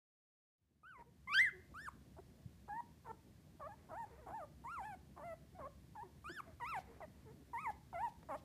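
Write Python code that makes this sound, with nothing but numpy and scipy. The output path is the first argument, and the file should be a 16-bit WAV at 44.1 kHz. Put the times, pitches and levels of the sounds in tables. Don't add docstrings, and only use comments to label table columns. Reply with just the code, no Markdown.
import sys
import numpy as np
from scipy import signal
from scipy.fft import rfft, irfft, next_fast_len
from scipy.io import wavfile

SR = 44100
rng = np.random.default_rng(int(sys.argv[2]) if len(sys.argv) > 2 else 0)


def dump(signal):
    limited = np.clip(np.atleast_2d(signal).T, -1, 1)
    pcm = np.round(limited * 32767).astype(np.int16)
    wavfile.write(sys.argv[1], SR, pcm)


N = 372204
TIME_S = np.arange(N) / SR

# (freq_hz, density_db)
RUMBLE_COLOUR = [(15, -65.5), (25, -33.5), (35, -24.5), (46, -12.5), (70, 2.5), (102, -4), (130, -2),
                 (207, -6.5), (248, -9), (340, -13), (479, -22), (533, -21.5), (687, -24), (752, -28),
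                 (900, -31.5), (1170, -56.5), (1980, -120)]
# (freq_hz, density_db)
HISS_COLOUR = [(410, -31), (700, -2), (839, -7.5), (1070, -1), (1290, -6.5), (1760, -3.5), (2590, -7.5),
               (4400, -8), (6330, -10.5), (14700, -14), (15500, -20)]
# (freq_hz, level_db)
HUM_LINES = [(65, -75.5), (136, -80.5)]
# (time_s, gain_db)
BACKGROUND_FADE = [(0, -90), (.56, -51.5), (.62, -19), (.8, -13.5), (.93, -9), (1.2, -3), (1.5, 0.5),
                   (2.3, 0.5), (3.3, 0), (5, 0.5), (8.44, 1.5)]
# (freq_hz, t60_s)
ROOM_DECAY = [(200, 0.56), (900, 0.325), (2000, 0.3906), (5000, 0.26), (12000, 0.09)]
# (middle_s, pitch_hz, level_db, bell_sigma_s)
FLOOR_BUMPS = [(2.4629, 131.2, -40, 0.00336)]
# (middle_s, length_s, level_db)
RUBS_AND_HOARSE_END = [(1.004, 0.067, -63.5), (3.799, 0.2325, -72.5), (4.151, 0.279, -67.5),
                       (6.483, 0.1664, -68), (6.93, 0.3, -66.5), (7.202, 0.401, -74.5)]
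# (start_s, level_db)
MOUTH_CLICKS = [(1.333, -50.5), (6.293, -47.5), (8.229, -49)]
# (freq_hz, gain_db)
DULL_NOISE_COLOUR = [(150, 2.5), (400, 6.5), (1000, -0.5), (1500, -5.5), (2100, -5.5), (3200, -22.5),
                     (5000, -24.5), (10000, -33), (15000, -41.5)]
# (start_s, length_s, first_hz, middle_hz, last_hz, level_db, overtones_db)
LOW_TONES = [(1.055, 0.0504, 439.4, 474.5, 480, -71.5, -12.5),
             (1.524, 0.082, 400.5, 362.1, 394, -60.5, -16), (2.184, 0.0232, 330, 379, 380, -55, -19.5),
             (4.098, 0.076, 562.2, 458.5, 532, -65, -6), (4.175, 0.0375, 568.6, 624.8, 576, -63, -8.5),
             (4.209, 0.0495, 560, 479.7, 470, -63, -6), (5.546, 0.043, 709, 738.6, 696, -60, -17),
             (6.027, 0.0543, 431, 370.6, 360.5, -59.5, -11), (6.291, 0.0298, 349, 346.5, 318, -51, -15),
             (6.468, 0.0446, 676, 656.2, 614, -61.5, -17), (6.866, 0.071, 486.6, 462.6, 498, -63, -13),
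             (7.256, .07, 484, 429.6, 498.2, -61, -8)]
# (middle_s, length_s, level_db)
AIR_SPURTS = [(6.795, 0.086, -67.5), (7.717, 0.04, -71), (8.093, 0.032, -70.5), (8.383, 0.0615, -71)]
# (freq_hz, gain_db)
SPURT_COLOUR = [(1000, -25), (2800, 2.5), (4700, -1.5), (7000, -6), (9000, -12), (11000, -7), (14500, -16)]
# (freq_hz, gain_db)
THROAT_COLOUR = [(700, -7), (1100, -1.5), (1400, -5.5), (1650, 0), (2050, 7.5), (2400, -2), (2750, -5.5),
                 (3300, -7), (4000, -13), (4900, -10.5), (5500, -6), (6300, -38), (7500, -32.5)]
# (freq_hz, gain_db)
EDGE_COLOUR = [(3000, -33), (5300, -22.5), (6300, -14.5), (7100, 4.5), (7700, -5.5), (8300, 1), (9000, 1),
               (9800, -7.5), (10800, 5.5), (11700, -1), (13200, -5), (14100, -7), (15500, -14.5)]
# (freq_hz, gain_db)
RASP_COLOUR = [(150, -10.5), (400, -5.5), (650, -5), (880, 6), (1150, -5), (1500, -10), (2050, -24),
               (2700, -32.5), (5000, -46), (11000, -45.5), (15000, -46)]
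# (pitch_hz, db_re_fundamental)
OCTAVE_BY_PITCH = [(530, 7.5), (580, 4.5), (680, -8), (780, -13.5), (870, -13.5), (950, -16.5),
                   (1020, -4.5), (1120, -10), (1300, -16.5), (1450, -18), (1820, -22)]
# (pitch_hz, db_re_level)
OVERTONES_BY_PITCH = [(520, -19), (600, -17.5), (680, -14.5), (780, -21), (880, -28.5), (950, -29.5),
                      (1120, -33.5), (1300, -29.5), (1450, -20), (1650, -20.5), (1820, -20.5)]
# (start_s, length_s, dip_s, dip_hz, top_s, top_hz, end_hz, levelling, level_db, swell_db, pinch_db,
#  octave_db, overtones_db, edge_db, rasp_s, half_tones)
SQUEAK_CALLS = [ (.832, 0.1947, -0.0014, 1219, 0.0597, 1543, 936.4, 6, -61, 0, -2.5, 0, -15, -30, 0.0028, 0),
                (1.741, 0.1488, -0.0201, 1068, 0.1007, 1822, 969, 0.3, -50, 6.5, 8.5, -3, -2.5, -24.5, 0.00564, 0.53),
                (2.167, 0.0348, 0.0117, 661.4, 0.0413, 727, 725, -1, -60.5, -7, -1.5, -2.5, -8, -26.5, 0.033, 0.081),
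                (2.68, 0.1268, 0.0271, 822.2, 0.127, 957.3, 920, 6, -46.5, 3, 0, 3.5, -11, -37.5, 0.0118, 0),
                (3.046, 0.071, .05, 886.2, 0.107, 1049, 1050, -2.5, -51, 4, -1.5, 2, -14, -32, 0.0437, 0.596),
                (3.597, 0.084, .041, 560, 0.1126, 730.2, 725, 0, -50, 1, -0.5, 3.5, 1, -36, 0.016, 0),
                (3.686, 0.0575, 0.02, 813, 0.0538, 899.4, 883, -0.5, -54.5, -5, 4, 3.5, -5, -31, 0.0017, 0),
                (3.89, 0.1589, 0.0403, 628.3, 0.1077, 935.2, 794.4, -0.5, -50, 4, -1, 1.5, -5.5, -31.5, 0.0381, 0.46),
                (4.262, 0.192, 0.0368, 658.8, 0.1011, 906, 571, 4.5, -51.5, 1.5, -4.5, -2, -6, -30, 0.062, 0.415),
                (4.64, 0.1838, 0.0118, 924.4, 0.095, 1399, 730.5, 2, -48, 2, 1.5, -4, -6, -29, 0.014, 0.044),
                (4.82, 0.1306, 0.0139, 760.2, 0.04, 867.9, 685.3, 0, -50, -4, 1, 3.5, 6, -26.5, 0.00057, 0),
                (5.164, 0.1781, 0.0509, 570.1, 0.0954, 702.8, 657.2, 8, -52.5, 9, -1, -4.5, 2.5, -29.5, 0.0432, 0.98),
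                (5.583, 0.0957, 0.0575, 517.8, .12, 677.7, 675, -3, -51, 2, -2.5, -3.5, 0.5, -36, 0.032, 0.12),
                (5.951, .083, 0.0403, 831.2, .083, 952.2, 950, 0, -51, 2, 1, -1.5, -8, -34, 0.014, 0),
                (6.243, 0.1638, -0.00087, 1164, 0.1031, 1802, 1047, 0.36, -49, 2.5, 12, 5, 0, -24, 0.00162, 0.012),
                (6.601, 0.191, 0.0302, 946, 0.0975, 1352, 727.7, 3.5, -44.5, 5.5, 3.5, 5.5, 6.5, -29, 0.0102, 0.143),
                (7.005, 0.0485, 0.04216, 602, 0.101, 878, 869, 0, -50.5, -2, -2, -11.5, 8.5, -33, 0.0192, 0.42),
                (7.533, 0.1741, 0.0239, 908.3, .091, 1291, 830.7, 4, -41.5, 1.5, 11, 2.5, -7.5, -32.5, 0.00447, 0.044),
                (7.929, .155, 0.038, 672.1, 0.117, 954, 827.4, 1.75, -45, 0, -5, -1.5, 2, -32.5, 0.01315, 0.062),
                (8.288, 0.076, 0.0442, 534.2, 0.1106, 788.6, 792, 0, -45, 2.5, 6, -4, 2, -31, 0.0126, 0.95)]
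# (time_s, pitch_hz, level_db, octave_db_re_fundamental, overtones_db_re_level)
SQUEAL_PATH = [(1.274, 1040, -50.5, -3.5, -27), (1.289, 1040, -47.5, 5, -30.5),
               (1.303, 1144, -44, -12, -30.5), (1.328, 1182, -41, 4.5, -17.5),
               (1.35, 1512, -33.5, -9, -10.5), (1.382, 1626, -31.5, -7, -17.5),
               (1.403, 1933, -28, -30.5, -29), (1.43, 2098, -32, -35.5, -54.5),
               (1.469, 1776, -37, -34, -44.5), (1.491, 1518, -45.5, -28.5, -43),
               (1.504, 1123, -70.5, 11, -18.5)]

RUMBLE_DB, HISS_DB = -63.5, -77
LOW_TONE_ENDS_DB, LOW_TONE_RAMP_S = -5.5, 0.0055
RAMP_S = .004
SQUEAL_EDGE_DB = -32
RASP_DEPTH, CLEAR_ROUGH = 0.6976, 0.01654
RASP_DULL_DB, RASP_FLUTTER_DB = -13, 4
SPLIT_AFTER_DIP_S, SPLIT_FADE_S, CLEAR_HALF = 0.0213, 0.002, 0.0132
SLACK_HZ, SLACK_ROUGH, SPLIT_WAVER = 591, 0.0727, 0.333
OPEN_S, OPEN_DB = 0.0134, -4
CLOSE_S, CLOSE_DB, CLOSE_PER_OCTAVE_DB, CLOSE_ROUGH = 0.00575, -3.5, 10, 0.26
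DULL_S, DULL_OCTAVE_DB, DULL_UPPER_DB = .012, -8.5, -5.5
PINCH_S, PINCH_LEAD_S = 0.03086, 0.0064
PINCH_OCTAVE = 0.514
CLIMB_BRIGHT = 0.89
FALL_HALF, FALL_ROUGH = 0.065, .04
CUTOFF_HZ = 15500


def amp(db):
    return 10 ** (np.asarray(db) / 20)


def unit(x):
    return x / np.sqrt(np.mean(x ** 2) + 1e-20)


def read(points, hz):
    point_hz, value = np.transpose(points)
    return np.interp(np.log(hz + 1), np.log(point_hz + 1), value)


def colour(x, points):
    size = next_fast_len(len(x))
    gain = amp(read(points, np.fft.rfftfreq(size, 1 / SR)))
    return unit(irfft(rfft(x, size) * gain, size)[:len(x)])


def wander(count, rate_hz):
    size = next_fast_len(count + SR // 4)
    hz = np.fft.rfftfreq(size, 1 / SR)
    spectrum = rfft(rng.standard_normal(size)) * np.exp(-(hz / rate_hz) ** 2)
    return unit(irfft(spectrum, size))[:count]


def add(mix, start_s, sound):
    part = mix[max(round(start_s * SR), 0):][:len(sound)]
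    part += sound[:len(part)]


def gate(t, ramp_s):
    from_end_s = np.minimum(t - t[0], t[-1] - t)
    return np.sin(np.pi / 2 * np.clip(from_end_s / ramp_s, 0, 1)) ** 2


def curve(t, s, values):
    i = np.clip(np.searchsorted(s, t) - 1, 0, len(s) - 2)
    step, rise = np.diff(s)[i], np.diff(values)[i]
    slope = np.gradient(values, s)
    u = np.clip((t - s[i]) / step, 0, 1)
    bend_in = slope[i] * step - rise
    bend_out = slope[i + 1] * step - rise
    return values[i] + u * rise + u * (1 - u) * ((1 - u) * bend_in - u * bend_out)


def partials(turns, hz, multiples, shape, slope_db, uneven_db=0):
    k = multiples[:, None]
    swell = np.array([wander(len(hz), rate_hz=40) for _ in multiples])
    gain = amp(read(shape, k * hz) + slope_db * np.log2(k) + uneven_db * swell)
    gain = gain * (k * hz < SR / 2)
    return (gain * np.cos(2 * np.pi * k * turns)).sum(0) / np.sqrt((gain ** 2).sum(0) / 2)


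def background(swell_db=0.74, heave_db=2.67, split_hz=170):
    rumble = colour(rng.standard_normal(N), RUMBLE_COLOUR)
    deep = signal.sosfiltfilt(signal.butter(2, split_hz, fs=SR, output="sos"), rumble)
    steady = deep * amp(swell_db * wander(N, rate_hz=11))
    heaving = (rumble - deep) * amp(heave_db * wander(N, rate_hz=22))
    hum = sum(np.sqrt(2) * amp(db) * np.sin(2 * np.pi * (hz * TIME_S + rng.random()))
              for hz, db in HUM_LINES)
    hiss = amp(HISS_DB) * colour(rng.standard_normal(N), HISS_COLOUR)
    fade = amp(np.interp(TIME_S, *np.transpose(BACKGROUND_FADE)))
    return (amp(RUMBLE_DB) * (steady + heaving) + hum + hiss) * fade


def room(x, wet_db=-19, early_db=-20, early_decay_s=0.018, delay_s=0.0034):
    t = np.arange(SR // 2) / SR
    hz, frame_s, z = signal.stft(rng.standard_normal(len(t)), SR, nperseg=256)
    decay = amp(-60 * frame_s / read(ROOM_DECAY, hz)[:, None])
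    tail = signal.istft(z * decay, SR, nperseg=256)[1][:len(t)]
    sparse = rng.random(len(t)) < 600 / SR
    early = rng.standard_normal(len(t)) * sparse * np.exp(-t / early_decay_s)
    late = t > delay_s
    echo = amp(wet_db) * unit(tail * late) + amp(early_db) * unit(early * late)
    return x + signal.fftconvolve(x, echo / np.sqrt(len(t)))[:N]


def bumps():
    out = np.zeros(N)
    for middle_s, hz, db, sigma_s in FLOOR_BUMPS:
        t = TIME_S - middle_s
        out += amp(db) * np.exp(-(t / sigma_s) ** 2 / 2) * np.sin(2 * np.pi * hz * t)
    return out


def rubs_and_hoarse_end(clump_db=2.0):
    out = np.zeros(N)
    for middle_s, length_s, db in RUBS_AND_HOARSE_END:
        count = int(length_s * SR)
        clumpy = rng.standard_normal(count) * amp(clump_db * wander(count, rate_hz=140))
        noise = np.hanning(count) ** .5 * colour(clumpy, DULL_NOISE_COLOUR)
        add(out, middle_s - length_s / 2, amp(db) * noise)
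    return out


def mouth_clicks(decay_s=0.005):
    out, t = np.zeros(N), np.arange(SR // 10) / SR
    for start_s, db in MOUTH_CLICKS:
        noise = colour(rng.standard_normal(len(t)), DULL_NOISE_COLOUR)
        add(out, start_s, amp(db) / 2 * np.exp(-t / decay_s) * noise)
    return out


def low_tones():
    out = np.zeros(N)
    for start_s, length_s, first_hz, middle_hz, last_hz, level_db, over_db in LOW_TONES:
        t = np.arange(0, length_s, 1 / SR)
        u = 2 * t / length_s - 1
        hz = np.polyval(np.polyfit([-1, 0, 1], [first_hz, middle_hz, last_hz], 2), u)
        turns = np.cumsum(hz * (1 + .012 * wander(len(hz), rate_hz=150))) / SR
        fundamental = np.sqrt(2) * np.cos(2 * np.pi * turns)
        overtones = amp(over_db) * partials(turns, hz, np.arange(2, 6), THROAT_COLOUR, slope_db=-17)
        envelope = amp(level_db + LOW_TONE_ENDS_DB * u ** 2) * gate(t, LOW_TONE_RAMP_S)
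        add(out, start_s, envelope * (fundamental + overtones))
    return out


def spurts():
    out = np.zeros(N)
    for middle_s, length_s, db in AIR_SPURTS:
        count = int(length_s * SR)
        air = colour(rng.standard_normal(count), SPURT_COLOUR)
        add(out, middle_s - length_s / 2, amp(db) * np.hanning(count) * air)
    return out


def folds(hz, octave_db, upper_db, edge_db, half, rough, jitter=0.0045, rough_jitter=.08, half_db=-3,
          rasp_db=-2, air_db=-34, shimmer_db=1.0, flutter_db=1.5, snap_jitter_turns=.009, airy_hz=720,
          octave_waver_db=2):
    count, half, rough = len(hz), np.clip(half, 0, 1), np.clip(rough, 0, 1)
    turns = np.cumsum(hz * (1 + (jitter + rough_jitter * rough) * wander(count, rate_hz=200))) / SR
    octave_db = octave_db + octave_waver_db * wander(count, rate_hz=86)
    tone = np.cos(2 * np.pi * turns) + amp(octave_db) * np.sin(2 * np.pi * 2 * turns)
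    tone *= np.sqrt(2 / (1 + amp(2 * octave_db)))
    tone *= amp(shimmer_db * wander(count, rate_hz=110.0))
    overtones = np.arange(3, 27)
    upper = amp(upper_db) * partials(turns, hz, overtones, THROAT_COLOUR, slope_db=-14.0, uneven_db=2.0)
    snap_turns = turns + snap_jitter_turns * wander(count, rate_hz=780)
    snap = partials(snap_turns, hz, overtones, EDGE_COLOUR, slope_db=-8.5, uneven_db=5.5)
    leak = (airy_hz / hz) ** 2
    hiss = colour(rng.standard_normal(count) * (1 + np.cos(2 * np.pi * turns)), EDGE_COLOUR)
    edge = (snap + leak * hiss) / np.sqrt(1 + leak ** 2)
    edge *= amp(edge_db + flutter_db * wander(count, rate_hz=120))
    halves = amp(half_db) * partials(turns, hz, np.arange(6) + .5, RASP_COLOUR, slope_db=0)
    puffs = colour(rng.standard_normal(count) * (1 + np.cos(np.pi * turns)), RASP_COLOUR)
    puff_gain = rough * amp(rasp_db) + leak * amp(air_db)
    clean = np.sqrt((1 - rough ** 2) * (1 - half ** 2 / 2))
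    return clean * tone + upper + edge + half * halves + puff_gain * puffs


def squeal(rough=.01):
    s, pitch_hz, *levels = np.transpose(SQUEAL_PATH)
    t = np.arange(s[0] - RAMP_S / 2, s[-1], 1 / SR)
    level_db, octave_db, upper_db = (np.interp(t, s, column) for column in levels)
    voice = folds(curve(t, s, pitch_hz), octave_db, upper_db, SQUEAL_EDGE_DB, 0, rough)
    return t[0], amp(level_db) * gate(t, RAMP_S) * voice


def glide(t, dip_s, dip_hz, top_s, top_hz, end_hz, levelling):
    swing = np.sin(np.pi / 2 * (t - dip_s) / (top_s - dip_s)) ** 2
    climb_hz = dip_hz + (top_hz - dip_hz) * swing
    u = np.maximum(t - top_s, 0) / max(t[-1] - top_s, 1e-6)
    bend = levelling + 1e-6
    fall_hz = top_hz + (end_hz - top_hz) * np.expm1(-bend * u ** 2) / np.expm1(-bend)
    return np.where(t < top_s, climb_hz, fall_hz)


def squeak(length_s, dip_s, dip_hz, top_s, top_hz, end_hz, levelling, level_db, swell_db, pinch_db,
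           octave_db, over_db, edge_db, rasp_s, half):
    t = np.arange(-RAMP_S / 2, length_s + RAMP_S / 2, 1 / SR)
    hz = glide(t, dip_s, dip_hz, top_s, top_hz, end_hz, levelling)
    past_top = (t - top_s + PINCH_LEAD_S) / PINCH_S
    pinch = pinch_db * np.exp(-past_top ** 2)
    fallen = (t > top_s) * np.tanh(4 * np.log2(top_hz / hz)) ** 2
    opening = np.exp(-(t / OPEN_S) ** 2)
    closing = np.exp(-((t - length_s) / CLOSE_S) ** 2)
    ends = np.exp(-(t / DULL_S) ** 2) + np.exp(-((t - length_s) / DULL_S) ** 2)

    rough = CLEAR_ROUGH + RASP_DEPTH * np.exp(-(t / max(rasp_s, 1e-6)) ** 4)
    rough += CLOSE_ROUGH * closing * (SLACK_HZ / hz) ** 2
    rough += FALL_ROUGH * fallen + SLACK_ROUGH * (SLACK_HZ / hz) ** 4
    in_dip = (1 - np.tanh((t - dip_s - SPLIT_AFTER_DIP_S) / SPLIT_FADE_S)) / 2
    split = CLEAR_HALF + half * in_dip + FALL_HALF * fallen
    split *= 1 + SPLIT_WAVER * wander(len(t), rate_hz=46)

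    octave = read(OCTAVE_BY_PITCH, hz) + octave_db + PINCH_OCTAVE * pinch
    octave += DULL_OCTAVE_DB * ends + RASP_DULL_DB * rough
    upper = read(OVERTONES_BY_PITCH, hz) + over_db + pinch * (1 - CLIMB_BRIGHT * past_top)
    upper += DULL_UPPER_DB * ends + RASP_DULL_DB * rough
    level = level_db + swell_db * (t / length_s - .5) - pinch
    level += RASP_FLUTTER_DB * rough * wander(len(t), rate_hz=115)
    level += OPEN_DB * opening
    level += (CLOSE_DB + CLOSE_PER_OCTAVE_DB * np.log2(hz / SLACK_HZ)) * closing
    return amp(level) * gate(t, RAMP_S) * folds(hz, octave, upper, edge_db + pinch, split, rough)


def cries():
    out = np.zeros(N)
    add(out, *squeal())
    for start_s, *shape in SQUEAK_CALLS:
        add(out, start_s - RAMP_S / 2, squeak(*shape))
    return out


def scene():
    litter = bumps() + rubs_and_hoarse_end() + mouth_clicks() + low_tones() + spurts() + cries()
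    return (background() + room(litter))[None]


def record(dry):
    lowpass = signal.firwin(511, CUTOFF_HZ, window=("kaiser", 9), fs=SR)
    return signal.oaconvolve(dry, lowpass[None], "same")


dry = scene()
out = record(dry)
dump(out)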